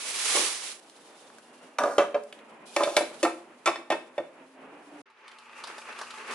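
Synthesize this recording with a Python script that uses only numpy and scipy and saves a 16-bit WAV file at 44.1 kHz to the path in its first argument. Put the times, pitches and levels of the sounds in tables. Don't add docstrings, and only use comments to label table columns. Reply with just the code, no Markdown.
import sys
import numpy as np
from scipy import signal
from scipy.fft import rfft, irfft
from scipy.io import wavfile
from scipy.ndimage import uniform_filter1d

SR = 44100
rng = np.random.default_rng(int(sys.argv[2]) if len(sys.argv) > 2 else 0)


def master_out(mix):
    frames = np.transpose(np.atleast_2d(mix))
    ceiling = np.clip(frames, -1, 1)
    pcm = np.round(ceiling * 32767).astype(np.int16)
    wavfile.write(sys.argv[1], SR, pcm)


N = 279594
T = np.arange(N) / SR

# pitch in Hz, relative level in dB, t60 in s with no grip.
TALL_JUG_MODES = [(424, -15.5, 0.21), (477, -46, 0.11), (582.6, 0, 0.16), (615, -6.5, 0.12),
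                  (688, -4.5, 0.093), (770, -8.5, 0.12), (962.6, -9, 0.14), (1217, -3, 0.14),
                  (1410, -5, 0.061), (1683, -11.5, 0.075), (1986, -22, 0.074), (2335, -14.5, 0.036),
                  (2640, -21, 0.058), (3135, -21.5, 0.045), (3790, -22.5, 0.026), (5000, -39, .04),
                  (5840, -28.5, 0.037)]
WIDE_JUG_MODES = [(343.2, -11.5, 0.34), (412, -18.5, 0.11), (431.6, -21, 0.38), (539.6, -8, 0.25),
                  (538.5, -3, 0.1), (595.4, 2, 0.09), (702, -5.5, 0.061), (837, -0.5, 0.044),
                  (1016, -5, 0.076), (1211, -8.5, 0.083), (1352, -10, 0.076), (1578, -16, .12),
                  (1833, -14.5, 0.12), (2070, -19.5, 0.1), (2260, -5, 0.032), (2397, -32, 0.37),
                  (2610, -13.5, 0.085), (2940, -18.5, 0.05), (3550, -11.5, 0.032), (4340, -21.5, 0.03),
                  (5220, -22.5, 0.048), (8800, -53, .03)]
WIDE_JUG_FROM_S = 2.7
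# time in s, level in dB.
GRINDING = [(5.055, -66.5), (5.19, -61.5), (5.28, -55), (5.45, -53.5), (5.6, -48), (5.9, -47), (6.27, -45),
            (6.34, -37.5)]
TOOTH_FIRST_S, TOOTH_GAP_S = 5.063, .0359


def undb(db):
    return 10 ** (np.asarray(db) / 20)


def on_log(hz, table):
    at, value = np.transpose(table)
    return np.interp(np.log(np.maximum(hz, 1)), np.log(at), value)


def curve(table, outside):
    s, *columns = np.transpose(table)
    return [np.interp(T, s, c, outside, outside) for c in columns]


def band(x, lo_hz, hi_hz):
    sos = signal.butter(2, [lo_hz, min(hi_hz, .45 * SR)], "band", fs=SR, output="sos")
    return signal.sosfilt(sos, x)


def unit(x):
    return x / np.sqrt(np.mean(x ** 2))


def pan(left_minus_right_db):
    return undb([[left_minus_right_db / 2], [-left_minus_right_db / 2]])


def spread(mid, side, colour):
    # frequency in Hz, left-right correlation from 0 to 1.
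    likeness = [(60, 0.51), (140, 0.94), (300, 1), (1000, 0.68), (3000, 0.2), (8000, 0.11)]
    hz = np.arange(len(mid) // 2 + 1) * SR / len(mid)
    like = np.clip(on_log(hz, likeness), 0, 1)
    m = rfft(mid) * np.sqrt(1 + like)
    s = rfft(side) * np.sqrt(1 - like)
    pair = np.array([m + s, m - s]) * undb(on_log(hz, colour))
    return unit(irfft(pair, len(mid)))


def walk(rate_hz):
    k = int(SR / rate_hz)
    steps = np.repeat(rng.standard_normal(N // k + 1), k)
    return unit(uniform_filter1d(steps, k)[:N])


def ring(modes, extra_db, grip=0., size=14000):
    hz, db, t60_s = np.transpose(modes)[:, :, None]
    shift, luck, phase = rng.standard_normal((3, len(hz), 1))
    t = np.arange(size) / SR
    fade_db = 60 * t / t60_s * (1 + 1.59 * np.clip(grip, 0, 1))
    hz = hz * (1 + .004 * shift)
    waves = undb(db + extra_db + 2.1 * luck - fade_db) * np.sin(2 * np.pi * hz * t + 1.99 * phase)
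    return signal.sosfilt(signal.butter(4, 250, "high", fs=SR, output="sos"), np.sum(waves, axis=0))


def add(out, s, x):
    i = int(s * SR)
    out[i:i + len(x)] += x[:N - i]


def crackle(size, scatter_db):
    size_db = scatter_db * np.minimum(rng.exponential(size=size), 4.0)
    return unit(rng.standard_normal(size) * undb(size_db))


def snaps(table, rise_s):
    out, t = np.zeros(N), np.arange(5000) / SR
    for s, db, hz, body_db, treble_db, t60_s in table:
        noise = crackle(len(t), 0.95)
        burst = unit(band(noise, hz / 2.24, hz * 1.204))
        burst += undb(treble_db) * unit(band(noise, 2500, 11500))
        burst += undb(body_db) * unit(band(noise, 620, 1860))
        rise = np.minimum(t / rise_s, 1)
        add(out, s, burst * rise * undb(db - 4 - 60 * t / t60_s))
    return out


def steady(colour, body_db, hiss_colour, treble_db):
    body = spread(*rng.standard_normal((2, N)), colour) * undb(body_db + 1.84 * walk(18))
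    hiss = spread(*rng.standard_normal((2, N)), hiss_colour)
    return body + hiss * undb(treble_db + 2.3 * walk(45))


def bag():
    # time in s, rustle level in dB.
    rustle = [(0.0, -39), (0.036, -34), (0.122, -34.5), (0.256, -27.5), (0.332, -27), (0.366, -22),
              (0.616, -38.5), (0.666, -35.5), (0.722, -39.5), (0.786, -58.5), (0.8, -52)]
    # frequency in Hz, relative spectrum level in dB.
    film_colour = [(88, -41), (150, -30.5), (497, -11), (741, -13.5), (1130, -8), (1560, -10), (2290, -5.5),
                   (10100, -7.5), (10900, -5), (11500, -75), (15000, -60), (22000, -120)]
    # pitch in Hz, relative level in dB, t60 in s without a load.
    sink_modes = [(186, -3, 0.27), (316, 3.5, 0.14), (459, 7, 0.083), (536, 0, 0.19), (591, 0.5, 0.16),
                  (850, -1, 0.08), (1110, 2.5, .08)]
    lands_s, lands_db, settle_gap_s, settle_db_per_s = .34, -18, .022, -110
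    thuds, load_damps = 5, .8
    db, = curve(rustle, -150)
    film = spread(crackle(N, 2.4), crackle(N, 3.3), film_colour) * undb(db + 1.02 * walk(60.0))
    thud = np.zeros(N)
    for late_s in settle_gap_s * np.arange(thuds):
        push = rng.standard_normal(900) * np.hanning(900) / 56
        blow = signal.fftconvolve(push, ring(sink_modes, 0, load_damps))
        add(thud, lands_s + late_s, undb(lands_db + settle_db_per_s * late_s) * blow)
    return film * pan(-3.5) + thud


def kitchen():
    # time in s, body level in dB, treble level in dB.
    tone = [(.8, -55, -54.5), (1.45, -56, -58), (1.75, -53.5, -61.5), (2.3, -54, -66), (2.652, -50, -66),
            (2.661, -52, -49), (3.2, -50.5, -51), (3.5, -54.5, -65), (4.3, -54.5, -65.5),
            (4.698, -51, -67.5), (5.02, -48.5, -58)]
    # frequency in Hz, relative spectrum level in dB.
    body_colour = [(24, -79), (40, -63), (150, -17.5), (283, -7), (319, -8), (543, -7.5), (908, -9.5),
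                   (1350, -14), (2250, -18.5), (2440, -17), (2860, -21), (4500, -44), (5850, -72.5),
                   (9900, -120)]
    hiss_colour = [(1500, -37), (3000, 2.5), (6000, -2.5), (11000, -2.5)]
    # time in s, pitch in Hz, level in dB.
    hum_course = [(1.199, 325, -70), (1.321, 230, -66.5), (1.6, 246, -57), (1.75, 250, -67),
                  (2.4, 223, -62), (4.299, 265, -67.5), (4.65, 265, -52), (4.8, 285, -61.5), (5, 296, -47)]
    s, body_db, treble_db = np.transpose(tone)
    s_hum, hz, db = np.transpose(hum_course)
    phase = np.cumsum(np.interp(T, s_hum, hz) * (1 + 0.016 * walk(40))) / SR
    hum = np.sin(2 * np.pi * phase) * undb(np.interp(T, s_hum, db) + 3.9 * walk(60))
    air = steady(body_colour, np.interp(T, s, body_db), hiss_colour, np.interp(T, s, treble_db))
    return air + hum + whistles()


def ticks():
    # start in s, level in dB before a common trim, pitch in Hz, body dB and treble dB
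    # relative to the pitched part, t60 in s.
    tick_rows = [(.897, -52.5, 6260, -29, 15.5, 0.012), (1.301, -48, 3940, 7.5, -14, .02),
                 (1.384, -52.5, 1500, 12.5, 11, 0.022), (2.236, -43, 9550, -35, -6, 0.011),
                 (2.326, -26.5, 2700, -26, -9, 0.018), (2.389, -42.5, 2830, -33, -8, 0.034)]
    return snaps(tick_rows, rise_s=0.00051)


def room(x):
    # frequency in Hz, t60 in s.
    decay = [(200, 0.52), (1000, 0.34), (4000, 0.36), (10000, 0.3)]
    # frequency in Hz, relative spectrum level in dB.
    tail_colour = [(100, 2), (600, -2.5), (1500, 1), (12000, 0.5)]
    t, tail = np.arange(int(.7 * SR)) / SR, 0
    for hz in 125 * 2. ** np.arange(7.5):
        pair = spread(*rng.standard_normal((2, len(t))), tail_colour)
        octave = band(pair, hz / np.sqrt(2), hz * np.sqrt(2))
        tail = tail + octave * undb(-60 * t / on_log(hz, decay))
    tail = tail * np.minimum(t / 0.00097, 1)
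    tail = tail / np.sqrt(np.sum(tail ** 2) / 2)
    return signal.fftconvolve(x[None], tail, axes=1)[:, :N]


def whistles():
    # start in s, end in s, pitch in Hz, level in dB.
    whistle_rows = [(0.958, 1.35, 3630, -70), (1.392, 1.782, 2790, -68.5), (2.662, 2.75, 2470, -60)]
    out = np.zeros(N)
    for start, end, hz, db in whistle_rows:
        size = int((end - start) * SR)
        tone = unit(band(rng.standard_normal(size), hz - 40, hz + 40))
        add(out, start, undb(db) * np.hanning(size) ** 0.25 * tone)
    return out


def jug_modes(s):
    return WIDE_JUG_MODES if s > WIDE_JUG_FROM_S else TALL_JUG_MODES


def jugs():
    # start in s, blow in dB, tilt of low walls in dB per octave under the body pitch,
    # tilt of bright walls in dB per octave over it, boost round the floor pitch in dB, crack in dB,
    # chatter in dB, chatter time in s, grip from 0 to 1. The dB levels are before common trims.
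    knocks = [(1.785, -12, -23, 7.5, 1.5, -7.5, -10.5, 0.015, 1),
              (1.817, -17, -21, 1, 6, -22, -20, .035, 1),
              (1.835, -14, 11, 1.8, 7.5, -10.5, -25, 0.041, 0.2),
              (1.857, -14, 21, -6, 5, -22.5, -11.5, 0.044, .6),
              (1.981, -3, 11, 3, -11.5, -17, -4.5, 0.023, 0.6),
              (2.003, -14, 2, 2.5, 1, -29.5, -7, 0.036, 0.5),
              (2.143, -9, 2, -0.5, -13, -40, -6.5, 0.015, 0.2),
              (2.157, -16.5, 5, -8, -2, -37, -38, 0.03, 0.1),
              (2.763, -13.5, 6, 3.5, 3, 0.5, -8, 0.0061, 0.13),
              (2.803, -19, 11, -4, 13, -15, -6, 0.038, 0.07),
              (2.834, -17.5, -18, 4.5, -14, -4, -2, 0.014, 0.7),
              (2.872, -16.5, 3, -8, -5, -26, -4, 0.021, 0.6),
              (2.966, -6, -8.5, 1.9, -7.5, -1, -6, 0.021, 0.07),
              (3.007, -14, 0, -6, -6, -23, -8, 0.031, 0.3), (3.229, -16, 16.5, 4.5, -2, 0, 1, 0.016, 0.45),
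              (3.249, -9.5, 6, -0.7, 4, -15, -6, 0.027, 0.46),
              (3.658, -16.5, -6, 3, 5.5, -1, 0.5, 0.026, 0.76),
              (3.674, -8, 1, 4.5, 2, -18, -10, 0.027, .99), (3.757, -30.5, -5, 8, 8, -9, -9.5, 0.018, .99),
              (3.902, -11.5, -14, 2.5, -0.5, -13.5, -5, 0.03, 1),
              (3.92, -18.5, 11, 2.5, 4, -11, 0.5, .015, 0.9), (3.941, -18, 3, -4, -13, -27, -8, 0.017, .55),
              (4.179, -14, -11, -1.3, -10, -26, -5.5, .012, 0.6),
              (4.199, -23.5, 7, -12, 4, -27, -18, 0.019, 0.4)]
    body_hz, floor_hz, floor_octaves, contact_s = 603, 1080, 0.6, 0.0025
    out, t = np.zeros(N), np.arange(6000) / SR
    for s, blow_db, low_db, bright_db, floor_db, crack_db, chatter_db, chatter_s, grip in knocks:
        modes = jug_modes(s)
        octaves = np.log2(np.array(modes)[:, :1] / body_hz)
        spot_db = np.where(octaves > 0, bright_db, -low_db) * octaves
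        from_floor = (octaves - np.log2(floor_hz / body_hz)) / floor_octaves
        spot_db += floor_db * np.exp(-from_floor ** 2)
        settle = np.exp(-(t / chatter_s) ** 2)
        push = undb(chatter_db - 24) * settle * crackle(len(t), 1.75)
        push[0] += 1
        walls = signal.fftconvolve(push, ring(modes, spot_db, grip))
        swell = np.minimum(np.arange(len(walls)) / SR / contact_s, 1)
        add(out, s, undb(blow_db - 9) * walls * swell)
        shape = undb(-60 * t / 0.02) + undb(chatter_db - 13.5) * settle
        clack = shape * swell[:len(t)] ** .5 * band(crackle(len(t), 1.6), 780, 11600)
        add(out, s, undb(blow_db + crack_db) * clack)
        thud = unit(band(rng.standard_normal(len(t)), 380, 1030))
        add(out, s, undb(blow_db - 19.0) * thud * settle * swell[:len(t)])
    return out


def slides():
    # start in s, end in s, scrape at the start in dB, singing walls at the start in dB, grip from 0 to 1.
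    slide_rows = [(1.791, 1.976, -45.5, -26, 0.66), (2.772, 2.97, -40.5, -26.5, .3),
                  (3.688, 3.816, -63, -42, 1)]
    scrape_db_per_s, sing_db_per_s = -7.5, -83.5
    out = np.zeros(N)
    for start, end, scrape_db, sing_db, grip in slide_rows:
        walls = ring(jug_modes(start), 0, grip)
        walls = walls / np.sqrt(np.sum(walls ** 2))
        t = np.arange(int((end - start) * SR)) / SR
        grit = crackle(len(t), 5.4)
        drive = grit * undb(sing_db + sing_db_per_s * t)
        add(out, start, signal.fftconvolve(drive, walls))
        add(out, start, undb(scrape_db + scrape_db_per_s * t) * band(grit, 2700, 12000))
    return out


def juicer():
    # frequency in Hz, relative spectrum level in dB.
    gear_colour = [(35, -71.5), (60, -46), (106, -26), (186, -21.5), (232, -16), (284, -14.5), (389, -4.5),
                   (641, -9.5), (878, -11), (1020, -3), (2430, -7), (3330, -17), (5000, -26), (6500, -27),
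                   (11000, -120)]
    pulp_colour = [(2000, -34), (3500, -1), (4600, 1), (6500, 2.5), (11000, -1)]
    # centre in Hz, width in Hz, mean dB relative to the grinding.
    housing = [(875, 50, -8), (1200, 200, -8), (2600, 450, -8), (4600, 600, -22)]
    # pitch in Hz, dB relative to the grinding.
    motor_lines = [(120, -30), (240, -15.5)]
    pulp_db, pulp_grows, grind_mid_db = -10.5, 0.47, -50
    throb_db, throb_s = 7, .012
    db, = curve(GRINDING, -150)
    body = 0
    for hz, width_hz, band_db in housing:
        flicker = undb(band_db + 1.54 * walk(30))
        body = body + flicker * unit(band(crackle(N, 2.8), hz - width_hz / 2, hz + width_hz / 2))
    since_tooth_s = (T - TOOTH_FIRST_S) % TOOTH_GAP_S
    body = body * undb(throb_db * (np.exp(-since_tooth_s / throb_s) - throb_s / TOOTH_GAP_S))
    motor = sum(undb(line_db) * np.sin(2 * np.pi * hz * T) for hz, line_db in motor_lines)
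    wet_db = db + pulp_db + pulp_grows * (db - grind_mid_db)
    return steady(gear_colour, db + 2.6 * walk(25), pulp_colour, wet_db) + undb(db) * (body + motor)


def crunches():
    # start in s, level in dB before a common trim, body dB relative to the pitched part.
    cracks = [(5.0998, -57, -7.5), (5.2779, -43, -13), (5.3135, -47.5, -3), (5.3842, -42.5, -2),
              (5.6371, -30, -0.5), (5.6705, -34, 1), (5.6974, -44, 12), (5.7798, -35, 5.5),
              (5.8855, -52, 18.5), (5.9239, -45, -11), (5.9863, -31.5, 2.5), (6.0122, -30, 7.5),
              (6.105, -33.5, -20), (6.1814, -43, -10), (6.3086, -33, 4)]
    # mean level of each over the grinding, in dB before a common trim.
    turn_db = [9, 8, 0]
    # pitch in Hz, body dB and treble dB relative to the pitched part, t60 in s.
    tooth_sound = (2696, -2.8, -15.5, 0.0339)
    crack_hz, crack_treble_db, crack_t60_s = 4160, -5, 0.049
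    s = np.arange(TOOTH_FIRST_S, N / SR, TOOTH_GAP_S)
    db = np.interp(s, *np.transpose(GRINDING)) + np.resize(turn_db, len(s))
    db = db + 2.5 * rng.standard_normal(len(s))
    rows = [(at, tick_db, *tooth_sound) for at, tick_db in zip(s, db)]
    rows += [(at, level_db, crack_hz, body_db, crack_treble_db, crack_t60_s) for at, level_db, body_db in cracks]
    return snaps(rows, rise_s=.003)


def scene():
    # start in s, end in s.
    silence_from_s, silence_to_s = (5.018, 5.056)
    left_leads_samples, room_db, juicer_room_db = 2, -7, -4
    near = jugs() + slides() + ticks()
    direct = np.array([near, np.roll(near, left_leads_samples)]) * pan(-1.2)
    counter = direct + undb(room_db) * room(near) + bag() + kitchen() * pan(-1)
    crunch = crunches()
    machine = juicer() + crunch + undb(juicer_room_db) * room(crunch)
    fade_out = np.clip((silence_from_s - T) / 0.0018, 0, 1)
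    fade_in = np.clip((T - silence_to_s) / 0.0038, 0, 1)
    return counter * fade_out + machine * fade_in


def record(dry):
    thin = signal.sosfilt(signal.butter(1, 120, "high", fs=SR, output="sos"), dry)
    top_hz = 11050
    return signal.sosfilt(signal.ellip(9, .2, 75, top_hz, fs=SR, output="sos"), thin)


dry = scene()
out = record(dry)
master_out(out)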